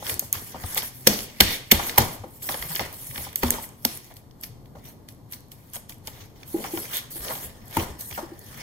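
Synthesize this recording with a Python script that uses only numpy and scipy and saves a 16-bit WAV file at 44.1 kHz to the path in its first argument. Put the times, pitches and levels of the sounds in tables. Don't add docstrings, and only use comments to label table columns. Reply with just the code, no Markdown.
import sys
import numpy as np
from scipy import signal
from scipy.fft import rfft, irfft, next_fast_len
from scipy.io import wavfile
from scipy.ndimage import uniform_filter1d, map_coordinates

SR = 44100
rng = np.random.default_rng(int(sys.argv[2]) if len(sys.argv) > 2 else 0)


def dump_mix(stems):
    frames = np.atleast_2d(stems).T
    limited = np.clip(frames, -1, 1)
    pcm = np.round(limited * 32767).astype(np.int16)
    wavfile.write(sys.argv[1], SR, pcm)


def linear_from_db(decibels):
    return 10 ** (np.asarray(decibels, float) / 20)


N = 380141


def unit(x):
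    return x / np.sqrt(np.mean(x ** 2) + 1e-20)


def along(points, hz):
    f, v = np.transpose(points)
    return np.interp(np.log(hz + 1), np.log(f + 1), v)


def wobble(rate):
    knots = rng.standard_normal(int(N * rate / SR) + 4)
    return map_coordinates(knots, [np.arange(N) * rate / SR])


def filtered(x, response):
    m = next_fast_len(N + SR // 2)
    hz = np.fft.rfftfreq(m, 1 / SR)
    return irfft(rfft(x, m) * response(hz), m)[..., :N]


def shaped(x, spectrum):
    return filtered(x, lambda hz: linear_from_db(along(spectrum, hz)))


def hushed(spectrum):
    return unit(shaped(rng.standard_normal((2, N)), spectrum))


def resonant(x, hz, q):
    return signal.lfilter(*signal.iirpeak(hz, q, SR), x)


def add(track, s, sound):
    track[:, round(s * SR):][:, :sound.shape[1]] += sound


def burst(db, t60, rise_s, hold_s, size=SR // 16):
    t = np.arange(size) / SR
    decay = linear_from_db(db - 60 * np.maximum(t - hold_s, 0) / t60)
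    shape = decay * (1 - np.exp(-t / rise_s)) ** 2
    puff = shape * rng.standard_normal((2, size))
    return puff * np.linalg.norm(shape) / np.linalg.norm(puff, axis=1, keepdims=True)


# frequency in Hz, level in dB per Hz.
RUMBLE_SPECTRUM = [(12, -46.5), (20, -4), (65, -7), (98, 0.5), (124, 1.5), (178, -7), (242, -5.5),
                   (347, -13), (431, -14), (608, -17.5), (905, -20), (1500, -36.5), (1950, -65),
                   (3300, -120)]
# frequency in Hz, level in dB per Hz.
AIR_SPECTRUM = [(590, -30.5), (1000, -2.5), (2830, -16.5), (4330, -13), (6650, -16.5), (10500, -16.5),
                (14400, -10), (15800, -34.5)]
# frequency in Hz, level in dB per Hz.
HALO_SPECTRUM = [(1300, -60), (1600, -8), (1800, 0), (2050, -6), (2400, -60), (5100, -60), (5170, 4),
                 (5190, 4), (5260, -60)]
# time in seconds, level in dB.
WHINE_LEVEL = [
    (7.3, -95),
    (7.5, -70),
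    (7.9, -65.5),
    (8.62, -66),
]


def background():
    rumble = linear_from_db(-48.5 + 0.63 * wobble(2.1)) * hushed(RUMBLE_SPECTRUM)
    air = linear_from_db(-64.0) * hushed(AIR_SPECTRUM)
    halo = linear_from_db(5) * hushed(HALO_SPECTRUM)
    pitch_hz = 1752 + 3 * wobble(5.5)
    line = linear_from_db(2 * wobble(8)) * np.sin(2 * np.pi * np.cumsum(pitch_hz) / SR)
    whine_db = np.interp(np.arange(N) / SR, *np.transpose(WHINE_LEVEL))
    return rumble + air + linear_from_db(whine_db) * (halo + line)


def crinkle(spectrum, per_s, spread_db, grain_db, flutter_db):
    happens = rng.random(N) < per_s / SR
    sizes = happens * linear_from_db(spread_db * np.minimum(rng.exponential(size=N), 2.5))
    snaps = unit(signal.lfilter([1], [1, -np.exp(-1 / (0.0029 * SR))], sizes))
    flutter = linear_from_db(flutter_db * (wobble(25) + wobble(70)))
    shape = (1 + linear_from_db(grain_db) * snaps) * flutter
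    return unit(shaped(shape * rng.standard_normal((2, N)), spectrum))


def strokes(rows, fade):
    t = np.arange(0, N / SR, .002)
    s, swell, hold, db = np.transpose(rows)[:, :, None]
    climb_db = 20 * np.maximum(s - t, 0) / swell
    fade_db = fade * np.maximum(t - s - hold, 0)
    gain = np.linalg.norm(linear_from_db(db - climb_db - fade_db), axis=0)
    return np.interp(np.arange(N) / SR, t, gain)


def patchy(x, depth_db):
    z = signal.stft(x, nperseg=512)[2]
    luck = rng.standard_normal(z.shape[1:])
    field = uniform_filter1d(uniform_filter1d(luck, size=10, axis=0), size=6, axis=1)
    return signal.istft(z * linear_from_db(depth_db * unit(field)), nperseg=512)[1][:, :N]


# full strength in seconds, swell in seconds, hold in seconds,
# level in dB.
SLIDES = [(.1, 0.084, 0.027, -30), (.21, .01, 0.065, -44.5), (.34, 0.011, 0.17, -42.5),
          (.62, 0.061, 0.087, -42.5), (.71, 0.095, .04, -40.5), (.78, 0.058, 0.0038, -26.5),
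          (.83, 0.018, 0.05, -38.5), (.95, .06, 0.2, -47.5), (1.09, .01, 0.15, -37),
          (1.5, 0.13, 0.058, -35), (1.88, 0.18, 0.015, -33.5), (2.02, .02, 0.13, -42.5),
          (2.37, 0.18, .01, -48), (2.43, 0.036, 0.36, -37.5), (2.492, 0.011, 0.028, -31.5),
          (2.928, .008, 0.18, -44), (3.17, 0.28, 0.081, -38), (3.45, 0.13, 0.04, -38.5),
          (3.63, 0.055, 0.017, -38.5), (3.945, 0.18, 0.026, -41), (6.15, .06, 0.11, -62),
          (6.48, 0.037, 0.2, -44.5), (6.72, 0.067, 0.13, -37), (6.95, 0.093, 0.032, -32),
          (7.108, 0.0088, 0.35, -40.5), (7.152, 0.016, 0.021, -38), (7.302, .006, .04, -41),
          (7.68, .08, .03, -55.5), (2.7, .03, .02, -36), (3.02, 0.053, .03, -43.5),
          (3.37, .006, 0.024, -38.5), (3.515, .006, .04, -41.5), (5.75, .012, .012, -41),
          (8.012, .01, 0.0086, -37.5), (7.76, 0.075, 0.071, -39), (7.995, 0.012, 0.18, -42.5),
          (8.45, 0.17, .2, -51.5)]
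# full strength in seconds, swell in seconds,
# hold in seconds, crease level in dB, drag over crease in dB.
RUBS = [(0.048, 0.12, 0.081, -38.5, -2), (0.336, 0.017, 0.023, -36.5, -9), (0.64, 0.35, 0.11, -43, -5),
        (0.776, 0.036, 0.006, -30, -16), (2.492, .008, 0.029, -34.5, -6), (2.43, .015, 0.055, -45.5, -11),
        (2.62, 0.054, 0.14, -43.5, -3), (2.752, .008, 0.0064, -41.5, -5), (2.8, .006, 0.02, -34, -2),
        (3.157, 0.12, 0.12, -42.5, -2.5), (4.756, 0.005, 0.043, -62.5, 4), (1.2, 0.028, .17, -52.5, -8),
        (7.5, .03, .2, -58, -4), (1.9, .01, .06, -43, -10), (4.83, 0.034, 0.023, -75, -3.5),
        (6.136, 0.046, 0.097, -48.5, -8.5), (6.36, 0.019, 0.078, -56.5, -5.5),
        (6.657, 0.176, 0.021, -40.5, 1.5), (6.78, 0.19, 0.17, -44.5, -8.5),
        (6.944, 0.061, 0.015, -32.5, -12), (7.23, 0.041, 0.054, -40, -1), (7.305, 0.017, 0.019, -47, 10),
        (7.36, .02, 0.054, -47, 5), (7.778, 0.066, 0.011, -33, 1), (8.106, 0.0052, 0.032, -41, -8),
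        (8.18, .006, 0.013, -47.5, 7), (8.61, 0.37, .05, -44.5, -3.5)]
# full strength in seconds, hold in seconds, crease
# level in dB, drag over crease in dB.
SETTLES = [
    (1.075, 0.065, -32.5, -11),
    (1.418, 0.11, -32, -10.5),
    (1.75, 0.14, -36.5, -0.5),
    (1.993, 0.017, -30, 2),
    (3.433, 0.11, -36, -1),
    (3.87, 0.064, -42.5, -29),
]
# time in seconds,
# tick level in dB, hiss level in dB, swell in seconds, hold in seconds.
POKES = [(4.044, -31, -54, 0.067, 0.069), (4.167, -27.5, -53, 0.025, 0.0047),
         (4.435, -15.5, -42.5, 0.031, 0.0058), (4.657, -44.5, -67, 0.016, 0.0077),
         (4.855, -32, -51.5, 0.023, 0.044), (5.087, -23, -55.5, 0.011, 0.021),
         (5.331, -21, -43.5, 0.033, 0.0087), (5.5174, -25, -51, 0.0087, 0.0098),
         (5.583, -58, -61, 0.055, 0.15), (5.742, -29, -43, 0.022, 0.011),
         (5.895, -21.5, -42.5, 0.0079, 0.0064), (6.0726, -13.5, -45, 0.032, 0.0063)]
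# time in seconds, crack level in dB,
# crease pitch in Hz, tick level in dB, time to fall 60 dB in seconds.
SLAPS = [
    (1.0697, -1.5, 5500, 1.5, 0.017),
    (1.4045, 1, 3650, 5, 0.013),
    (1.7129, -2.5, 3220, 3, 0.022),
    (1.9768, -9, 2220, -1, 0.025),
    (3.4317, -14, 2000, -16.5, 0.012),
    (3.8494, -12.5, 4760, -3.5, 0.0096),
    (7.767, -19, 1334, -16, 0.016),
]
# frequency in Hz, level in dB per Hz.
HISS_SPECTRUM = [(4000, -8.5), (7000, -4), (9000, -0.5), (12000, 4.5), (15500, 2.5)]
# frequency in Hz, level in dB per Hz.
CREASE_SPECTRUM = [(700, -12.5), (1500, -4), (2200, -2), (4000, -4.5), (6000, -5), (9000, -22.5),
                   (15000, -6)]
# frequency in Hz, level in dB per Hz.
DRAG_SPECTRUM = [(120, -13.5), (350, -2), (800, -2.5), (1200, -5.5), (2500, -14)]


def rustle():
    poke = strokes([(s, swell, hold, db) for s, _, db, swell, hold in POKES], fade=400)
    lead_ins = [(s, 0.0074, 0, tick_db - 33) for s, _, _, tick_db, _ in SLAPS]
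    rubs = RUBS + [(s, 0.031, *rest) for s, *rest in SETTLES]
    pulls = [(s, swell, hold, db + drag_db) for s, swell, hold, db, drag_db in rubs]

    slide = strokes(SLIDES + lead_ins, fade=660) + poke
    rub = strokes([row[:-1] for row in rubs], fade=221) + linear_from_db(-1.5) * poke
    pull = strokes(pulls, fade=132) + linear_from_db(-12) * poke

    hiss = crinkle(HISS_SPECTRUM, per_s=300, spread_db=3.5, grain_db=-8, flutter_db=.7)
    crease = crinkle(CREASE_SPECTRUM, per_s=200, spread_db=4, grain_db=-4, flutter_db=.9)
    drag = crinkle(DRAG_SPECTRUM, per_s=120, spread_db=4, grain_db=-5, flutter_db=1.5)
    film = linear_from_db(3.0) * slide * hiss + linear_from_db(-0.5) * rub * crease + pull * drag
    return patchy(film, depth_db=3.0)


def ring(modes, t, rise_s, detune, centre_hz=None):
    hz, t60, db = np.transpose(modes)[:, :, None]
    if centre_hz:
        db = db - 9 * np.abs(np.log2(hz / centre_hz))
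    level_luck, phase_luck, pitch_luck = rng.standard_normal((3, 2, len(modes), 1))
    start = phase_luck * np.array([.6, 9])[:, None, None]
    phase = 2 * np.pi * hz * (1 + detune * pitch_luck) * t + start
    level = linear_from_db(db + 2 * level_luck - 60 * t / t60)
    return (level * np.sin(phase)).sum(axis=1) * (1 - np.exp(-t / rise_s))


# time in seconds, smack level in dB, body level in dB,
# boom level in dB, smack pitch in Hz.
THUDS = [
    (1.069, -12, -12.5, -40, 510),
    (1.403, -10, -13.5, -24.5, 476),
    (1.72, -11, -15.5, -29, 394),
    (1.979, -10, -19.5, -22.5, 730),
    (3.431, -16.5, -17.5, -27.5, 1000),
    (3.851, -26.5, -26, -49, 712),
    (7.768, -17.5, -22, -25, 830),
]
# time in seconds, smack level in dB, boom level in dB,
# smack pitch in Hz.
PATS = [(0.13, -52, -41, 595), (0.381, -53, -60, 401), (0.544, -30.5, -46, 810), (.556, -33, -50, 740),
        (.639, -32, -46, 840), (0.764, -28, -50, 900), (.777, -34, -48, 810), (1.794, -18, -60, 990),
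        (2.237, -27.5, -55, 522), (2.492, -25, -59, 855), (2.544, -26, -51, 800), (2.794, -26.5, -62, 805),
        (3.178, -37, -39, 940), (3.583, -32, -51, 814), (4.752, -41, -53, 700), (4.767, -39.5, -62, 550),
        (6.077, -37, -65, 696), (6.644, -29, -50, 850), (6.773, -29.5, -70, 1120), (7.296, -31, -53, 480),
        (7.304, -26, -62, 1010), (7.353, -40, -60, 800), (7.326, -33, -58, 600), (8.116, -41, -45, 1020),
        (8.176, -25, -54, 1020), (8.186, -27, -57, 620), (7.318, -29, -63, 1100), (3.266, -34, -53, 925),
        (2.805, -27, -42, 560), (3.486, -33, -52, 900), (.023, -31.5, -50, 600), (.222, -32.5, -45.5, 477),
        (0.829, -36.5, -54, 692), (5.762, -36, -67, 644)]
# time in seconds, level in dB, pitch in Hz, time to fall 60
# dB in seconds.
THUMPS = [(.641, -22.5, 87, .09), (0.12, -28, 97, 0.096), (.362, -28, 92, 0.07), (8.113, -32, 110, 0.093),
          (2.7, -30.5, 160, 0.13), (3.095, -32, 120, .14), (2.8, -34.5, 110, 0.095), (1.41, -24.5, 45, .2),
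          (1.725, -25.5, 45, .2), (7.45, -39, 70, .2), (2.6, -36, 55, .2), (7.2, -37, 55, .2),
          (7.9, -31, 70, 0.14), (3.432, -23, 242, 0.331), (3.853, -25.5, 235, 0.084),
          (1.073, -15, 500, 0.043), (1.077, -28.5, 210, 0.37), (1.996, -21, 230, 0.133),
          (7.772, -21.5, 331, 0.15), (1.41, -21.5, 500, 0.068), (2.652, -29.5, 130, 0.055),
          (2.2, -34, 100, 0.16), (2.25, -36, 330, 0.086)]
# time in seconds, level in dB.
KNOCKS = [
    (6.543, -21),
    (6.578, -31),
    (6.735, -23),
    (6.774, -34),
    (7.158, -38.5),
    (8.229, -38),
    (8.317, -37),
]
# pitch in Hz, time to fall 60 dB in seconds, level in dB.
SMACK_MODES = [(475, 0.01, -13.5), (532.3, 0.055, 0.5), (647, 0.024, 5.5), (810, .035, 7),
               (946.4, 0.044, 3), (1148, 0.036, 2), (1351, 0.046, 4.5)]
# pitch in Hz, time to fall 60 dB in seconds, level in dB.
BODY_MODES = [(182, 0.063, -4), (216, 0.13, -3.5), (241, 0.11, -4), (262, 0.028, -3.5), (276, 0.043, 3),
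              (359, 0.043, 3.5)]
# pitch in Hz, time to fall 60 dB in seconds, level in dB.
BOOM_MODES = [(44.5, 0.38, -17), (79, 0.18, 2), (122.5, 0.2, -2)]
# pitch in Hz, time to fall 60 dB in seconds, level in dB.
BOWL_MODES = [(336, 0.066, 0.5), (522, 0.026, -12.5), (810, 0.08, -17.5)]


def thuds():
    out, t = np.zeros((2, N + SR)), np.arange(SR // 4) / SR
    pats = [(s, db, (db + boom_db) / 2 - 1, boom_db, hz) for s, db, boom_db, hz in PATS]
    for s, db, body_db, boom_db, hz in THUDS + pats:
        smack = ring(SMACK_MODES, t, rise_s=0.0025, detune=0.054, centre_hz=hz)
        body = ring(BODY_MODES, t, rise_s=0.0015, detune=0.035)
        boom = ring(BOOM_MODES, t, rise_s=0.0079, detune=0.058)
        add(out, s, linear_from_db(db - 0.5) * smack)
        add(out, s + .003, linear_from_db(body_db - 3.0) * body)
        add(out, s + 0.0042, linear_from_db(boom_db + 5) * boom)
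        puff = burst(db + 2, t60=.05, rise_s=.0008, hold_s=0.0025)
        add(out, s, resonant(puff, hz, 1.3))
    for s, db, hz, t60 in THUMPS:
        level = linear_from_db(db + 3.0 - 60 * t / t60) * (1 - np.exp(-t / 0.0048))
        add(out, s, np.outer([1, .3], level * np.sin(2 * np.pi * hz * t)))
    for s, db in KNOCKS:
        add(out, s, linear_from_db(db + 11.0) * ring(BOWL_MODES, t, rise_s=0.0042, detune=0.0063))
    return out[:, :N]


def crease_crack(noise, hz):
    return linear_from_db(6.5) * resonant(noise, hz, 1.2) + linear_from_db(-1.0) * noise


# time in seconds, level in dB, crease pitch in Hz.
CRACKS = [(0.066, -18, 3340), (0.0949, -13.5, 2370), (0.196, -18.5, 6020), (0.3302, -22.5, 2510),
          (.637, -23.5, 1740), (.757, -23.5, 2144), (1.189, -18, 4380), (1.8948, -13.5, 2760),
          (2.4895, -13.5, 2400), (2.5424, -15, 1800), (2.624, -14, 1710), (4.31, -44, 4500),
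          (2.794, -11, 2020), (3.1584, -20.5, 1930), (3.1779, -18, 2170), (3.358, -17.5, 6340),
          (3.5043, -18.5, 2400), (4.4383, -26, 4350), (5.3344, -23.5, 4400), (5.757, -26, 1970),
          (6.4313, -31, 3270), (6.0776, -26, 3660), (2.76, -15, 4500), (6.6406, -19.5, 1580),
          (6.773, -18.5, 2050), (6.934, -28, 3350), (7.282, -21.5, 3630), (7.303, -29.5, 1240),
          (8.111, -27.5, 2220), (8.1746, -27, 1220), (.599, -36.5, 2100), (0.7732, -13.5, 1884),
          (.777, -12, 3410), (.782, -17.5, 2146), (.821, -21.5, 3280), (2.704, -30, 5500),
          (2.749, -19.5, 3220), (2.802, -18.5, 1900), (3.069, -40, 4430), (3.11, -27, 1810),
          (3.33, -31, 1500), (3.425, -23, 3300), (3.481, -20.5, 4000), (7.235, -31, 1200),
          (7.353, -25.5, 3300), (7.377, -34, 1900), (8.126, -23, 2200), (4.657, -46, 3720),
          (5.323, -37, 3500), (5.734, -41, 3000), (2.421, -33.5, 3300), (1.559, -24.5, 5000),
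          (1.205, -20.5, 4400), (2.765, -21.5, 2100), (5.922, -35.5, 2970), (5.765, -28.5, 4000),
          (7.206, -32.5, 3000), (4.752, -47, 1700), (4.794, -51, 3970), (3.64, -27, 2000)]
# time in seconds, hold in seconds, level in dB, pitch in Hz.
NOISE_BANDS = [(6.93, 0.055, -24, 3530), (1.7, 0.033, -23, 2000), (1.73, 0.021, -20.5, 2700),
               (1.42, .12, -29.5, 1900), (1.42, .12, -28, 2300), (1.42, 0.13, -24, 3600),
               (1.085, 0.051, -25, 7800), (1.997, 0.011, -17.5, 3900), (1.997, .012, -16.5, 1200),
               (1.406, .004, -3, 1550), (2.8, 0.054, -28.5, 1910), (6.9, .09, -37, 1730), (6.4, 0.09, -49, 1200),
               (8.57, .06, -35, 2240), (8.55, .08, -45, 3200), (2, 0.013, -23.5, 3100),
               (1.525, 0.022, -24.5, 2200), (4.79, 0.085, -55, 2030), (7.4, 0.107, -50.5, 3600),
               (2.7, .012, -21, 900), (4.1, .02, -23, 660)]
# time in seconds, level in dB.
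TICKS = [(.0947, -10.5), (0.1008, -13), (.141, -8), (.194, 1), (0.3276, 3.5), (.7462, -8.5), (0.772, -6.5),
         (0.8294, -15), (2.425, -19.5), (2.493, -21), (2.7543, -6.5), (2.77, -16), (2.7931, -42),
         (2.927, -22), (3.3575, -1), (3.5052, 6.5), (4.4112, -23), (4.888, -29), (6.9276, -31.5),
         (6.969, -6.5), (7.105, -30), (7.6806, -24.5), (7.6569, -32), (7.7406, -25), (7.3013, -22),
         (7.377, -20), (7.7099, -24), (7.9898, -26), (8.009, -18), (8.392, -24.5), (3.973, -15.5),
         (3.69, -24), (8.443, -31), (8.575, -25), (3.373, -24.5), (3.3285, -24.5), (4.1397, -30.5),
         (4.8414, -33.5), (5.1233, -35.5), (5.1477, -39), (5.323, -18), (5.3126, -28), (5.341, -23.5),
         (5.4052, -32.5), (5.4837, -39), (5.673, -37), (5.6995, -31), (5.7343, -15.5), (5.756, -16.5),
         (5.764, -20), (5.9435, -36), (5.9822, -36), (0.7762, -6), (0.7794, -5.5), (4.44, -19),
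         (6.956, -19), (6.989, -21.5), (3.64, -25), (0.6961, -23.5), (5.901, -31.5), (6.079, -20.5)]
# frequency in Hz, level in dB per Hz.
TICK_SPECTRUM = [(3000, -37), (5300, -17.5), (6500, -7), (10500, -6.5), (12200, -3.5), (13100, 2.5),
                 (14100, -3), (15500, -7.5)]


def cracks():
    low, top = np.zeros((2, N + SR)), np.zeros((2, N + SR))
    for s, db, hz, tick_db, t60 in SLAPS:
        rise_s, hold_s = 0.12 * t60, 0.3 * t60
        start = s - .0015
        add(low, start, crease_crack(burst(db, t60, rise_s, hold_s + 0.0018), hz))
        add(top, start + .0008, burst(tick_db + 1.5, t60, rise_s, hold_s + 0.0007))
    poke_cracks = [(s, tick_db - 9, 4600) for s, tick_db, *_ in POKES]
    for s, db, hz in CRACKS + poke_cracks:
        add(low, s, crease_crack(burst(db, t60=0.015, rise_s=0.00058, hold_s=0.00054), hz))
    for s, hold, db, hz in NOISE_BANDS:
        band = burst(db + 7.5, t60=0.068, rise_s=0.0036, hold_s=hold, size=SR // 5)
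        add(low, s, resonant(band, hz, 5.6))
    for s, db, *_ in TICKS + POKES:
        add(top, s, burst(db + 1.0, t60=0.0064, rise_s=.0004, hold_s=0.00049))
    return shaped(low[:, :N], CREASE_SPECTRUM) + shaped(top[:, :N], TICK_SPECTRUM)


# frequency in Hz, time to fall 60 dB in seconds.
KITCHEN_DECAY = [(100, 0.5), (1000, 0.52), (3000, 0.58), (8000, 0.43), (15000, 0.11)]


def kitchen(x):
    grid = dict(fs=SR, nperseg=512, noverlap=384)
    delayed = np.pad(x, ((0, 0), (300, 0)))
    hz, t, z = signal.stft(delayed, **grid)
    power = uniform_filter1d(np.mean(np.abs(z) ** 2, axis=0), size=5, axis=0)
    keep = linear_from_db(-120 * t[1] / along(KITCHEN_DECAY, hz))
    field = np.array([signal.lfilter([1 - k], [1, -k], p) for k, p in zip(keep, power)])
    fresh = signal.stft(rng.standard_normal((2, N + 300)), **grid)[2]
    noise = unit(np.abs(fresh)) * np.exp(1j * np.angle(fresh))
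    return signal.istft(noise * np.sqrt(np.abs(field)), **grid)[1][:, :N]


def scene():
    sharp, soft, film = cracks(), thuds(), rustle()
    direct = (sharp + soft) * linear_from_db([[.5], [-6]])
    echo = kitchen(linear_from_db(-11.5) * sharp + linear_from_db(-8.5) * soft + linear_from_db(-9.0) * film)
    return direct + echo + film + background()


def band_limit(x):
    return signal.sosfilt(signal.butter(12, 15950, fs=SR, output="sos"), x)


# frequency in Hz, likeness from 0 to 1.
ALIKE = [(60, 0.93), (300, 0.68), (700, 0.45), (1200, 0.5), (2500, 0.63), (5000, 0.36), (8000, 0.3),
         (10000, 0.9), (15000, 0.98)]
# frequency in Hz, lead in cycles.
LEAD = [(0, 0), (800, .05), (1200, .2), (1400, .55), (2650, 1.5), (3900, 2.5), (5800, 4.5), (7300, 5.5),
        (9150, 6.5), (10650, 7.5), (16850, 11.5)]
# frequency in Hz, left minus right in dB.
LEAN = [(60, 1), (110, 3.5), (200, 1), (380, 1.5), (700, 1), (1290, 2.5), (2380, -2.5), (4400, -0.5),
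        (8120, 1), (15000, -0.5)]


def record(dry):
    def share(hz):
        turn = np.arccos(np.clip(along(ALIKE, hz), 0, 1)) / 2
        return np.array([np.cos(turn), np.sin(turn)])

    def port_response(hz):
        lag = np.exp(np.pi * 1j * np.outer([-1, 1], np.interp(hz, *np.transpose(LEAD))))
        balance = linear_from_db(np.outer([.5, -.5], along(LEAN, hz)))
        treble_end = np.clip((15800 - hz) / 700 + 0.7, 0, 1) ** 3
        return lag * balance * treble_end

    mid, side = filtered(dry, share)
    ports = filtered(np.array([mid + side, mid - side]), port_response)
    mix = ports / (1 + np.abs(ports / 1.3) ** 8) ** (1 / 8)
    return band_limit(mix)


dry = scene()
out = record(dry)
dump_mix(out)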